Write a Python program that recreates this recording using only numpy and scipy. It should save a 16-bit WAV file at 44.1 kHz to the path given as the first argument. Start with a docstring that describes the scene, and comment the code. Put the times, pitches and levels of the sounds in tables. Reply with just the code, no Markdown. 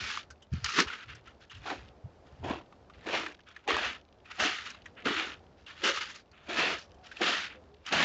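"""A quiet winter forest: someone walks at an even pace through crusted snow, a microphone in hand.
Each boot breaks the crust by brittle fracture, in avalanches of tiny cracks, and packs the snow below,
whose slips resonate in the hollow of the footprint. Single plates snap and ring, and icy crumbs drop
off the boots. Soft low bumps reach the microphone; behind all lies a hush with a few faint tones."""
import sys
import numpy as np
from scipy import signal
from scipy.fft import rfft, irfft, next_fast_len
from scipy.io import wavfile
from scipy.ndimage import uniform_filter1d

SR = 44100
rng = np.random.default_rng(int(sys.argv[2]) if len(sys.argv) > 2 else 0)


def store_wav(level_fs):
    """Save 16-bit WAV to argv[1]."""
    pcm = np.round(np.clip(np.atleast_2d(level_fs), -1, 1) * 32767)
    wavfile.write(sys.argv[1], SR, pcm.T.astype(np.int16))


N = 354652
TIME = np.arange(N) / SR
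CLOCK = TIME[::32]   # coarse time grid for the pushes of the boots

# Footsteps: the heel lands, the foot rolls onto its sole, bears down and lets go.
# t/s, roll/s, bearing down/s, heel crunch/dB, sole crunch/dB, sole crunch fade/(dB/s),
# splinters re crunch/dB, heel packing/dB, sole packing/dB, sole packing fade/(dB/s),
# hollow's lower f/Hz, upper f/Hz, upper gain re lower/dB
FOOTSTEPS = [(0.005, 0.09, 0.075, -38.5, -39, 23.5, -6, -53.5, -63, 44, 194, 435, 0),
             (0.648, 0.15, 0.0097, -35.5, -25, 198.5, -5.5, -62, -32, 97.5, 187, 445, 10.5),
             (1.663, .036, 0.21, -42.5, -40, 161.5, -9.5, -43, -39.5, 200, 314, 760, 3),
             (2.444, 0.072, 0.073, -45.5, -43, 146.5, -12.5, -36.5, -39, 122, 318, 690, 5.5),
             (3.068, 0.085, 0.14, -41.5, -30, 132.5, -11, -38.5, -39.5, 73, 334, 740, -2),
             (3.688, 0.17, 0.097, -30, -32.5, 158.5, -12, -33, -48.5, 131.5, 433, 770, 1.5),
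             (4.401, 0.051, .22, -29, -30, 89.5, -8.5, -35, -35.5, 201, 180, 747, 8.5),
             (5.057, 0.13, 0.13, -31.5, -32.5, 92, -11.5, -39.5, -41.5, 98, 342, 787, -1.5),
             (5.84, 0.05, 0.0069, -28, -32, 156, -7.5, -35, -36, 116, 322, 568, 10.5),
             (6.492, 0.1, .14, -39, -27.5, 47, -10, -39.5, -34, 50, 359, 715, 3),
             (7.218, 0.064, 0.17, -30.5, -28, 68, -8.5, -37.5, -36, 130, 376, 737, 2.5),
             (7.926, 0.083, .05, -27.5, -27.5, 7, -10, -33, -34, 30, 144, 796, -1)]
# A boot scuffs over the crust between footfalls: t/s, duration/s, crunch/dB, splinters re crunch/dB
BOOT_SCUFFS = [(0.53, 0.13, -52.5, -6), (0.877, 0.14, -40.5, -12), (1.085, 0.066, -50.5, -13.5),
               (1.259, 0.014, -56, -12), (1.409, 0.018, -61, -6), (1.514, 0.048, -54, -8.5),
               (2.267, 0.1, -69.5, -7), (2.936, 0.1, -61.5, -10), (3.469, 0.29, -59.5, -12),
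               (4.259, 0.054, -57, -14.5), (4.304, 0.014, -50, -10.5), (4.661, 0.068, -44.5, -7.5),
               (4.735, .04, -56.5, -25), (4.849, 0.012, -61, -9.5), (4.973, 0.045, -53, -27),
               (5.582, 0.039, -67, -5.5), (5.675, .14, -50.5, -9.5), (5.941, 0.17, -37, -6.5),
               (6.153, 0.0085, -53, -1.5), (6.336, 0.21, -57, -18), (6.786, 0.017, -51.5, -1),
               (7.045, .15, -56, -6.5), (7.503, 0.029, -50.5, -17), (7.865, 0.06, -43, -9)]
# A boot drops through the crust with a hollow thud: t/s, packing level/dB
BOOT_THUDS = [(0.786, -29), (1.718, -33.5), (2.507, -30), (3.083, -37.5), (3.138, -30), (5.065, -28),
              (5.106, -31.5), (7.213, -28.5)]
# Plates of crust that snap: t/s, relative level/dB, f/Hz, crumbling time/s, splinters re snap/dB
PLATE_SNAPS = [(0.174, -22, 1220, 0.0023, -38), (0.303, -41, 1530, 0.0092, -3),
               (0.421, -48.5, 3000, 0.0091, -6), (0.537, -41, 2500, 0.0019, 4),
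               (0.644, -19.5, 1320, 0.0036, 5.5), (0.788, -15.5, 1156, 0.0049, -20),
               (0.801, -13.5, 1710, 0.0047, -1.5), (0.872, -31.5, 1320, 0.0037, -28),
               (0.9, -29, 1430, .005, -29), (0.926, -37, 1520, 0.012, -30),
               (1.149, -45.5, 1590, 0.0084, -1), (1.275, -40.5, 1420, 0.005, -16),
               (1.497, -43.5, 2850, .01, -17), (1.548, -43, 2880, 0.0072, -20),
               (1.656, -36, 870, 0.0032, -23), (2.497, -32, 700, .005, -16),
               (2.725, -45.5, 1140, 0.0046, -31), (2.898, -44.5, 1260, 0.0064, -25),
               (3.263, -26.5, 1800, 0.0045, -35), (3.322, -43.5, 2300, 0.0039, -10),
               (3.391, -49.5, 1650, .005, -22), (3.487, -45.5, 1290, 0.0038, -6),
               (3.563, -35.5, 1760, 0.0053, -23), (3.677, -20.5, 800, 0.0044, -24),
               (3.703, -18.5, 1160, 0.0047, -29), (3.767, -19, 1180, 0.0032, -16),
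               (4.254, -46.5, 2510, 0.0099, -29), (4.314, -43, 1460, 0.009, -35),
               (4.397, -25, 1450, .003, -18), (4.436, -23, 1780, 0.0058, -6),
               (4.586, -28, 1740, 0.0032, -29), (4.703, -35, 2430, 0.0042, -1),
               (4.858, -36, 1840, 0.0062, -13.5), (5.003, -46, 2100, 0.0023, -24),
               (5.023, -38.5, 2150, 0.0014, -24), (5.055, -35, 1230, 0.07, -21),
               (5.145, -31, 1280, .003, -9.5), (5.664, -39.5, 2800, 0.0058, -30),
               (5.836, -28, 2930, 0.044, -14), (5.875, -19.5, 1490, 0.0033, -8),
               (5.974, -25.5, 1270, 0.0039, -19), (6.315, -53.5, 4430, 0.0044, -8),
               (6.595, -27, 2090, .004, -6), (6.944, -58, 3040, 0.0046, -1),
               (7.115, -35, 1600, 0.0052, -42), (7.169, -32.5, 2620, 0.0038, -27),
               (7.213, -31, 525, 0.013, -28), (7.441, -30, 2600, .003, -17),
               (7.864, -32.5, 2980, 0.0047, -3.5), (7.922, -27.5, 683, 0.019, -4),
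               (8.004, -26, 2360, 0.0052, -22)]
# Low bumps on the microphone: t/s, relative peak level/dB, duration/s
MIC_BUMPS = [(.005, -45.5, 0.048), (0.29, -52.5, .05), (0.516, -26, 0.034), (0.553, -39, 0.036),
             (0.616, -39.5, 0.046), (0.859, -39, .015), (1.038, -50.5, 0.13), (1.519, -48, 0.12),
             (1.74, -49.5, 0.13), (2.034, -38, 0.031), (2.316, -47, 0.025), (2.374, -41, 0.14),
             (2.961, -52.5, .035), (3.724, -42, 0.03), (3.853, -47, 0.025), (4.416, -42.5, 0.015),
             (7.943, -44, .027)]
# Faint far tones: t/s, level/dB, f/Hz, duration/s
DISTANT_TONES = [(7.028, -61.5, 721, 0.12), (7.578, -57, 515, 0.059), (7.732, -59, 411, 0.069)]
# Spectral weighting of the breaking crust: f/Hz, gain/dB
CRUNCH_SPECTRUM = [(680, -24.5), (850, -6), (1000, -6.5), (1280, 3.5), (1700, 2.5), (2150, 0.5),
                   (2800, 1.5), (3450, -3.5), (4000, -16.5), (4600, -20.5)]
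# Spectral weighting of the ice splinters: f/Hz, gain/dB
SPLINTER_SPECTRUM = [(2800, -25), (3600, -2.5), (4300, 1.5), (5000, -0.5), (6000, -5), (7000, -8.5),
                     (7700, -18.5), (8400, -36.5)]
# Spectral weighting of the snow being packed: f/Hz, gain/dB
PACKING_SPECTRUM = [(50, -38.5), (90, -12.5), (150, -8.5), (230, 0.5), (340, -0.5), (520, -5), (750, -2.5),
                    (950, 3.5), (1300, 2), (2500, -50.5)]
# Spectral weighting of the distant air: f/Hz, gain/dB
HUSH_SPECTRUM = [(20, -14.5), (40, -4), (75, 8.5), (120, -2), (200, -1.5), (300, -3.5), (480, -3),
                 (740, -4.5), (1000, -11), (1500, -16.5), (2100, -22), (3000, -25.5), (5000, -28.5),
                 (7200, -35.5), (8300, -48)]
# Spectral weightings of the crumbs and of the microphone's rumble: f/Hz, gain/dB
CRUMB_SPECTRUM = [(1100, -2), (1500, 1.5), (3000, 11.5), (6000, -1.5), (7600, -22.5)]
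RUMBLE_SPECTRUM = [(45, -13.5), (65, 9), (95, 2), (125, 1), (160, -11), (230, -24.5), (400, -44)]

HEEL_RISE_DB_PER_S, SOLE_RISE_DB_PER_S = 1696.5, 237
HEEL_FADE_DB_PER_S = 39.5   # the crust under the heel is used up
# the low crunch of packed snow swells more gently and fades faster under the heel,
# and swells more sharply under the sole
PACK_HEEL_RISE_DB_PER_S, PACK_SOLE_RISE_DB_PER_S, PACK_HEEL_FADE_DB_PER_S = 1007, 396.5, 73
RELEASE_DB_PER_S, LIFT_DB_PER_S2 = 110.5, 2598   # the foot leaves the snow faster and faster
SCUFF_CATCH_DB, SCUFF_CATCHES_PER_S = 2.5, 60   # the dragged sole catches and slips
SCUFF_PACKING_DB = -17.5   # a scuff carries little weight


def crust(crunch, splinter, avalanche):
    """Brittle fracture: the harder the crust is crushed, the more bonds tick and fragments ring."""
    per_s = 1500 + 18000 * np.sqrt(crunch / crunch.max())
    ticks = evened(fractures(per_s, spread_db=4.0), 0.07)
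    rings = fragments(fractures(per_s, spread_db=2.0), 850, 7316, q=16, wander_db=2.5, count=72)
    grains = (1.2 * ticks + evened(rings, 0.18)) * avalanche
    grains = reflected(grains, strength=0.096, lag_scale_s=0.004)
    body = from_db(-0.18) * crunch * evened(coloured(grains, CRUNCH_SPECTRUM), 0.18)
    return body + splinter * evened(coloured(grains, SPLINTER_SPECTRUM), 0.053)


def packing(weight, avalanche, relative_width=0.36, lead_s=0.061):
    """Cavity resonance: snow yields in small slips that excite two modes of each footprint's hollow."""
    clicks = fractures(2600, spread_db=3.5)
    slips = fragments(clicks, 110, 1129, q=7.5, wander_db=3.5, count=20) * avalanche
    footprint = np.searchsorted(np.array(FOOTSTEPS)[1:, 0] - lead_s, TIME)
    out = np.zeros(N)
    for k, (*_, low_hz, high_hz, high_db) in enumerate(FOOTSTEPS):
        own_slips = slips * (footprint == k) + 1e-18
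        # above its upper resonance the hollow muffles the slips
        muffling = signal.butter(3, 1.35 * high_hz, fs=SR, output="sos")
        out += 0.6 * signal.sosfilt(muffling, own_slips)
        out += resonance(own_slips, low_hz, relative_width * low_hz)
        out -= from_db(high_db) * resonance(own_slips, high_hz, relative_width * high_hz / 2)
    return from_db(0.27) * weight * evened(coloured(out, PACKING_SPECTRUM), 0.037)


def gait():
    """Incoherent addition: pushes sum in power to give crunch, splinter and packing amplitudes."""
    crunch, splinter, weight = np.zeros((3, len(CLOCK)))
    for (s, roll_s, bear_s, heel_db, sole_db, fade, ice_db,
         heel_pack_db, sole_pack_db, pack_fade, *_) in FOOTSTEPS:
        step = push(s, roll_s, heel_db, HEEL_RISE_DB_PER_S, HEEL_FADE_DB_PER_S)
        step += push(s + roll_s, bear_s, sole_db, SOLE_RISE_DB_PER_S, fade)
        crunch += step
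        splinter += step * from_db(ice_db) ** 2
        weight += push(s, roll_s, heel_pack_db, PACK_HEEL_RISE_DB_PER_S, PACK_HEEL_FADE_DB_PER_S)
        weight += push(s + roll_s, bear_s, sole_pack_db, PACK_SOLE_RISE_DB_PER_S, pack_fade)
    catching = np.interp(CLOCK, TIME, from_db(SCUFF_CATCH_DB * drift(SCUFF_CATCHES_PER_S))) ** 2
    for s, length_s, db, ice_db in BOOT_SCUFFS:
        scuff = catching * push(s, length_s, db, rise_db_per_s=1100, fade_db_per_s=52)
        crunch += scuff
        splinter += scuff * from_db(ice_db) ** 2
        weight += scuff * from_db(SCUFF_PACKING_DB) ** 2
    for s, db in BOOT_THUDS:
        weight += push(s, hold_s=0.024, db=db, rise_db_per_s=HEEL_RISE_DB_PER_S, fade_db_per_s=506)
    return [np.interp(TIME, CLOCK, np.sqrt(power)) for power in (crunch, splinter, weight)]


def push(peak_s, hold_s, db, rise_db_per_s, fade_db_per_s):
    """Exponential growth and decay: the power of one push swells, fades while held, then is let go."""
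    age = CLOCK - peak_s
    lifting = np.maximum(age - hold_s, 0)
    lost_db = np.maximum(-rise_db_per_s * age, fade_db_per_s * age)
    lost_db += RELEASE_DB_PER_S * lifting + LIFT_DB_PER_S2 * lifting ** 2
    return from_db(db - np.clip(lost_db, 0, 100)) ** 2


def fractures(per_s, spread_db):
    """Poisson process: independent breaks give clicks, many small and a few large."""
    sizes = from_db(spread_db * np.minimum(rng.exponential(1, N), 5)) * rng.choice([-1, 1], N)
    return sizes * (rng.random(N) < per_s / SR)


def fragments(clicks, low_hz, high_hz, q, wander_db, count):
    """Free vibration: each click rings a fragment of one of many sizes for a few cycles."""
    out, size_class = 0, rng.integers(0, count, N)
    for k, hz in enumerate(np.geomspace(low_hz, high_hz, count)):
        if k % 4 == 0:
            favour = from_db(wander_db * drift(14))   # neighbouring sizes come and go together
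        out = out + resonance(clicks * (size_class == k), hz, hz / q) * favour
    return rms_one(out)


def avalanches(per_s, decay_s, depth):
    """Chain reaction: one break sets off its neighbours, so the power jumps and then dies away."""
    surge = lingering(np.abs(fractures(per_s, spread_db=5.0)) + 1e-18, decay_s)
    return np.sqrt(1 + depth * surge / surge.mean())


def reflected(x, strength, lag_scale_s, count=3):
    """Comb filtering: short echoes off moving boots and legs interfere with the direct sound."""
    echoes = 0
    for lag_s in rng.uniform(0.15, 1, count) * lag_scale_s:
        emitted_s = TIME - lag_s * from_db(2 * drift(7))
        echoes = echoes + x[np.maximum((emitted_s * SR).astype(int), 0)]
    return x + strength * echoes


def snaps(ring_width_hz=150, ring_gain=2.0, crack_gain=3.5, level_db=-3.0):
    """Impulse excitation: a plate cracks and crumbles; its pieces ring near one pitch and splinter."""
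    t, out = TIME[:SR // 8], np.zeros(N + SR)
    crack_band = signal.butter(2, [1150, 3500], "band", fs=SR, output="sos")
    splinter_band = signal.butter(2, [4000, 6600], "band", fs=SR, output="sos")
    snow_damping = signal.butter(4, 6800, fs=SR, output="sos")
    for s, db, hz, crumble_s, splinter_db in PLATE_SNAPS:
        age = t / crumble_s
        crack = crack_gain * (t == 0) * 0.005 / crumble_s   # slow breaks start softly
        force = crack + rng.standard_normal(len(t)) * (np.exp(-age) - np.exp(-6 * age))
        plate = resonance(resonance(force, hz, ring_width_hz), hz, hz)
        snap = rms_one(signal.sosfilt(crack_band, force)) + ring_gain * rms_one(plate)
        snap = rms_one(snap) + from_db(splinter_db) * rms_one(signal.sosfilt(splinter_band, force))
        # the energy is the opening power kept up for half the crumbling time
        gain = from_db(db + level_db) * np.sqrt(crumble_s / 2 / t[-1])
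        start = int(s * SR)
        out[start:start + len(t)] += gain * rms_one(snap)
    return signal.sosfilt(snow_damping, out[:N] + 1e-18)


def crumbs(crunch, level_db=-67.5, follow_exponent=0.39):
    """Granular impacts: icy crumbs drop off the moving boots in clusters of dry ticks."""
    clusters = lingering(np.abs(fractures(65, spread_db=3.5)) + 1e-18, decay_s=0.0022)
    ticks = coloured(clusters * fractures(11000, spread_db=1.5), CRUMB_SPECTRUM)
    stirred = lingering(crunch, decay_s=0.059) ** follow_exponent
    return from_db(level_db) * rms_one(ticks * stirred)


def bumps(level_db=-1.0):
    """Amplitude modulation: low rumble swells briefly on the hand-held microphone."""
    swell = np.zeros(N)
    for s, peak_db, length_s in MIC_BUMPS:
        age = np.maximum(TIME - s, 0) / (length_s / 2)
        swell += from_db(peak_db) * (age * np.exp(1 - age)) ** 2
    rumble = coloured(rng.standard_normal(N), RUMBLE_SPECTRUM)
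    low_cut = signal.butter(2, 45, "high", fs=SR, output="sos")
    return from_db(level_db) * signal.sosfilt(low_cut, swell * evened(rumble, 0.0086))


def forest(hush_db=-60.0):
    """Ambient noise: a faint hush of distant air, with soft tones that waver by frequency modulation."""
    air = rms_one(coloured(rng.standard_normal(N), HUSH_SPECTRUM))
    out = from_db(hush_db) * air * from_db(1.8 * drift(5.9))
    for s, db, hz, length_s in DISTANT_TONES:
        phase = 2 * np.pi * np.cumsum(hz * (1 + 0.023 * drift(100))) / SR
        swell = np.exp(-(2 * (TIME - s) / length_s) ** 2)
        out += from_db(db) * swell * np.sqrt(2) * np.sin(phase)
    return out


def resonance(x, hz, width_hz):
    """Damped oscillator: two poles, with unit gain at the peak."""
    r = np.exp(-np.pi * width_hz / SR)
    feedback = [1, -2 * r * np.cos(2 * np.pi * hz / SR), r * r]
    return signal.lfilter(np.array([1, 0, -1]) * (1 - r * r) / 2, feedback, x + 1e-18)


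def coloured(x, spectrum):
    """Minimum-phase filtering through (f/Hz, gain/dB) points, falling 30 dB an octave beyond the ends."""
    size = 2 * next_fast_len(N // 2 + SR // 4)
    octave = np.log2(np.maximum(np.arange(size // 2 + 1) * SR / size, 1))
    hz, db = np.transpose(spectrum)
    outside = np.abs(octave - np.clip(octave, np.log2(hz[0]), np.log2(hz[-1])))
    gain = from_db(np.interp(octave, np.log2(hz), db) - np.minimum(30 * outside, 60))
    cepstrum = irfft(np.log(gain))[:size // 2]
    response = np.exp(rfft(2 * cepstrum, size) - cepstrum[0])
    return irfft(rfft(x, size) * response, size)[:N]


def lingering(x, decay_s):
    """Leaky integration: every input leaves an exponential tail."""
    return signal.lfilter([1], [1, -np.exp(-1 / (decay_s * SR))], x)


def drift(per_s):
    """Random modulation: straight lines between Gaussian values, at unit power."""
    knots = rng.standard_normal(int(per_s * N / SR) + 2)
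    return rms_one(np.interp(TIME * per_s, np.arange(len(knots)), knots))


def evened(x, window_s):
    """Running normalisation: near unit power over each window; the finer grain stays."""
    size = max(int(window_s * SR / 2), 8)
    power = uniform_filter1d(uniform_filter1d(x ** 2, size), size)
    return x / np.sqrt(np.abs(power) + 1e-12)


def rms_one(x):
    """Normalisation to unit power."""
    return x / np.sqrt(np.mean(x ** 2) + 1e-20)


def from_db(db):
    """Amplitude ratio of a level in decibels."""
    return 10 ** (np.asarray(db) / 20)


def scene():
    """Superposition: crust and snow give way in shared bursts, over the hush of the forest."""
    crunch, splinter, weight = gait()
    avalanche = avalanches(per_s=190, decay_s=0.0035, depth=0.45)
    boots = crust(crunch, splinter, avalanche) + packing(weight, avalanche) + snaps() + crumbs(crunch)
    return (boots + bumps() + forest())[None]


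def record(dry, cutoff_hz=8000):
    """Band limiting: the recorder's steep low-pass filter cuts off the top."""
    return signal.sosfilt(signal.ellip(10, 0.2, 80, cutoff_hz, fs=SR, output="sos"), dry)


dry = scene()
out = record(dry)
store_wav(out)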